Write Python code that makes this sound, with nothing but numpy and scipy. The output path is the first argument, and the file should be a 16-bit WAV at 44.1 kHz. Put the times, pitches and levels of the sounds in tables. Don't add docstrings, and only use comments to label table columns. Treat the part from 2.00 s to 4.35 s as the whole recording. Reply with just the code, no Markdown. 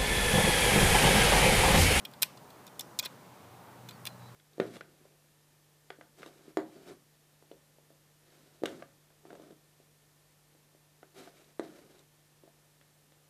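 import sys
import numpy as np
from scipy import signal
from scipy.fft import rfft, irfft
from scipy.io import wavfile
from scipy.ndimage import uniform_filter1d

SR = 44100
rng = np.random.default_rng(int(sys.argv[2]) if len(sys.argv) > 2 else 0)


def generate_wav(sig):
    pcm = np.round(np.clip(np.atleast_2d(sig).T, -1, 1) * 32767).astype(np.int16)
    wavfile.write(sys.argv[1], SR, pcm)


N = 103635

# (start [s], scrape length [ms], low [dB], body [dB], edge [dB], treble [dB], echo [dB])
CONTACTS = [(0.0507, 3.5, -60.5, -34.5, -49, -46.5, -16), (0.1146, 0.98, -72, -65, -70, -62, -18),
            (0.1364, 1.8, -58, -52.5, -61, -59, -14), (0.2192, 5.2, -46.5, -32, -38.5, -36, -5),
            (0.2233, .15, -39.5, -28.5, -31, -24, -20), (0.2302, 0.79, -37, -23, -28.5, -23, -13),
            (0.372, 5.5, -59, -57, -56, -68, -18), (0.503, 2.7, -70, -55.5, -64.5, -60, -18),
            (0.667, 1.9, -74, -57.5, -53.5, -53.5, -18), (0.676, 4.4, -63, -53, -57, -62, -18),
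            (0.7939, 3.4, -56, -36.5, -42, -38, -20), (.8084, 1.2, -63, -46, -37.5, -45, -12),
            (0.9894, 0.29, -68, -35, -35.5, -33.5, -26), (.991, 0.14, -50, -31, -27, -58, -24),
            (0.9954, 1.7, -49.5, -31, -35, -33.5, -24), (1.0262, 4.2, -48, -41, -54, -50, -18),
            (1.035, 9.9, -44.5, -46, -44, -60, -18), (1.048, 13, -54.5, -37, -43, -42.5, -24),
            (1.056, 7.7, -46, -33.5, -48, -43, -18), (1.8875, 6.1, -54.5, -44, -50, -51.5, -6),
            (1.909, 2.9, -56, -49, -62, -58, -18), (2.054, .16, -54, -43, -46.5, -42.5, -15),
            (2.0652, 2.5, -52, -42, -50, -46, -16), (2.069, 4, -46.5, -35.5, -41, -42.5, -11)]


def clicks(grit_db=-4.5, highpass_hz=168):
    out, t = np.zeros(N), np.arange(SR // 3) / SR
    lead = SR // 500
    for start, scrape_ms, *bands_db, echo_db in CONTACTS:
        slips = unit(rng.standard_normal(len(t)) ** 3)
        scrape_gate = np.exp(-(1000 * t / scrape_ms) ** 4)
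        force = (t == 0) + undb(grit_db) * slips * scrape_gate
        click = signal.fftconvolve(force, body(t, echo_db))[:len(t) - lead]
        add(out, start - lead / SR, equalise(np.pad(click, (lead, 0)), bands_db))
    return soften(out, highpass_hz, "highpass")


# (frequency [Hz], level [dB], t60 [s])
BODY_MODES = [(1027, -15.5, 0.049), (1478, -12, 0.054), (2110, -18.5, 0.043), (2439, -6.5, 0.035),
              (2833, -15, .025), (3340, -1, 0.032), (3604, 0, 0.025), (4043, 1, 0.018), (4726, -7.5, 0.019),
              (5276, -1.5, 0.016), (5860, -6, 0.014), (7110, -8.5, .016), (12500, -12, 0.015),
              (13580, -3, 0.011)]


def body(t, echo_db, snap_db=22.5, crack_db=5.5, garden_db=-22.5):
    ring_rise_s, reflection_s, echo_rise_s = .0004, .0031, .004
    crack_noise, echo_noise, garden_noise = rng.standard_normal((3, len(t)))
    ring = sum(undb(db) * fade(t, t60) * np.sin(2 * np.pi * (hz * t + rng.random()))
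               for hz, db, t60 in BODY_MODES)
    crack = undb(crack_db) * crack_noise * fade(t, t60=.013)
    direct = ring * (1 - np.exp(-t / ring_rise_s)) + crack
    reflection = undb(.5) * soften(np.interp(t - reflection_s, t, direct, left=0), hz=4300)
    echo = undb(echo_db) * echo_noise * fade(t, t60=.1)
    garden = undb(garden_db) * soften(garden_noise, hz=4970) * fade(t, t60=.44)
    tail = (echo + garden) * (1 - np.exp(-t / echo_rise_s))
    return undb(snap_db) * (t == 0) + direct + reflection + tail


# low, body, edge, treble bands (centre [Hz])
BAND_CENTRES_HZ = [1400, 3300, 6300, 11500]
BAND_LIMITS_HZ = [400, 2000, 4500, 8500, 15500]


def equalise(click, bands_db, window_s=.005):
    spectrum, hz = rfft(click), np.fft.rfftfreq(len(click), 1 / SR)
    power = 2 * np.abs(spectrum) ** 2 / (len(click) * window_s * SR)
    band_power = [power[(hz >= lo) & (hz < hi)].sum()
                  for lo, hi in zip(BAND_LIMITS_HZ, BAND_LIMITS_HZ[1:])]
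    band_gain_db = np.array(bands_db) - 10 * np.log10(band_power)
    gain_db = np.interp(np.log(hz + 1), np.log(BAND_CENTRES_HZ), band_gain_db)
    return irfft(spectrum * undb(gain_db), len(click))


# (time [s], level [dB])
ENGINE_LEVEL = [(0, -73), (.7, -65.5), (1.3, -59.5), (1.7, -56.5), (2.0, -50.5), (2.27, -51.5), (2.35, -54)]
# (multiple of firing rate [1], level [dB])
ENGINE_TONES = [(.795, -17), (1, -4.5), (1.5, -14.5)]


def engine(firing_hz=122.4, waver=.0077, flutter_db=1.5, whine_hz=588, whine_db=-69.5):
    t = np.arange(N) / SR
    cycles = np.cumsum(firing_hz * (1 + waver * walk(10))) / SR
    drone = sum(undb(db + flutter_db * walk(12)) * np.sin(2 * np.pi * multiple * cycles)
                for multiple, db in ENGINE_TONES)
    growth = undb(np.interp(t, *np.array(ENGINE_LEVEL).T))
    whine = undb(whine_db + 3 * walk(6.3)) * np.sin(2 * np.pi * whine_hz * t)
    return np.sqrt(2) * (drone * growth + whine)


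# (start [s], length [s], from [Hz], to [Hz], level [dB])
BIRD_NOTES = [(1.915, 0.06, 4670, 4250, -63), (2.081, 0.074, 4100, 4000, -60),
              (2.193, 0.12, 3950, 3910, -58)]


def bird(waver=.0179, flutter_db=3):
    out, t = np.zeros(N), np.arange(N) / SR
    for start, length, from_hz, to_hz, db in BIRD_NOTES:
        progress = np.clip((t - start) / length, 0, 1)
        hz = (from_hz + (to_hz - from_hz) * progress) * (1 + waver * walk(400))
        envelope = undb(db + flutter_db * walk(90)) * np.sin(np.pi * progress)
        out += envelope * np.sin(2 * np.pi * np.cumsum(hz) / SR)
    return out


def traffic(peak_s=1.62, width_s=.24, centre_hz=833, peak_db=-58):
    t = np.arange(N) / SR
    tyres = unit(soften(rng.standard_normal(N), centre_hz * np.array([.8, 1.2]), "bandpass"))
    return tyres * undb(peak_db) * np.exp(-((t - peak_s) / width_s) ** 2)


# (frequency [Hz], relative density [dB])
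AIR_SPECTRUM = [(15, -72), (25, -29), (44, -28), (90, -15.5), (106, -12.5), (121, -7), (150, -6),
                (293, -10), (326, -12.5), (383, -12), (543, -12.5), (604, -14), (879, -10.5), (2560, -26),
                (3930, -28.5), (5720, -30.5), (15000, -32)]


def air(level_db=-54, rise_db_per_s=.24, flicker_db=1.52):
    hz, t = np.fft.rfftfreq(N, 1 / SR) + 1, np.arange(N) / SR
    knots_hz, knots_db = np.array(AIR_SPECTRUM).T
    spectrum = rfft(rng.standard_normal(N)) * undb(np.interp(np.log(hz), np.log(knots_hz), knots_db))
    octave = np.maximum(np.log2(hz).astype(int), 5)
    out = np.zeros(N)
    for k in np.unique(octave):
        gain_db = flicker_db * walk(9.16) / (1 + 2. ** k / 2000)
        out += irfft(spectrum * (octave == k), N) * undb(gain_db)
    return unit(out) * undb(level_db + rise_db_per_s * (t - t.mean()))


def undb(db):
    return 10 ** (np.asarray(db) / 20)


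def unit(x):
    return x / np.sqrt(np.mean(x ** 2))


def fade(t, t60):
    return np.exp(-np.log(1000) * t / t60)


def walk(rate_hz):
    size = int(SR / rate_hz)
    steps = np.repeat(rng.standard_normal(N // size + 1), size)
    return unit(uniform_filter1d(uniform_filter1d(steps, size), size)[:N])


def add(out, start_s, x):
    i = int(start_s * SR)
    out[i:i + len(x)] += x[:len(out) - i]


def soften(x, hz, kind="lowpass"):
    return signal.sosfilt(signal.butter(2, hz, kind, fs=SR, output="sos"), x)


def scene():
    return (clicks() + air() + traffic() + engine() + bird())[None]


def record(dry):
    return signal.sosfilt(signal.ellip(8, .2, 70, 15050, fs=SR, output="sos"), dry)


dry = scene()
out = record(dry)
generate_wav(out)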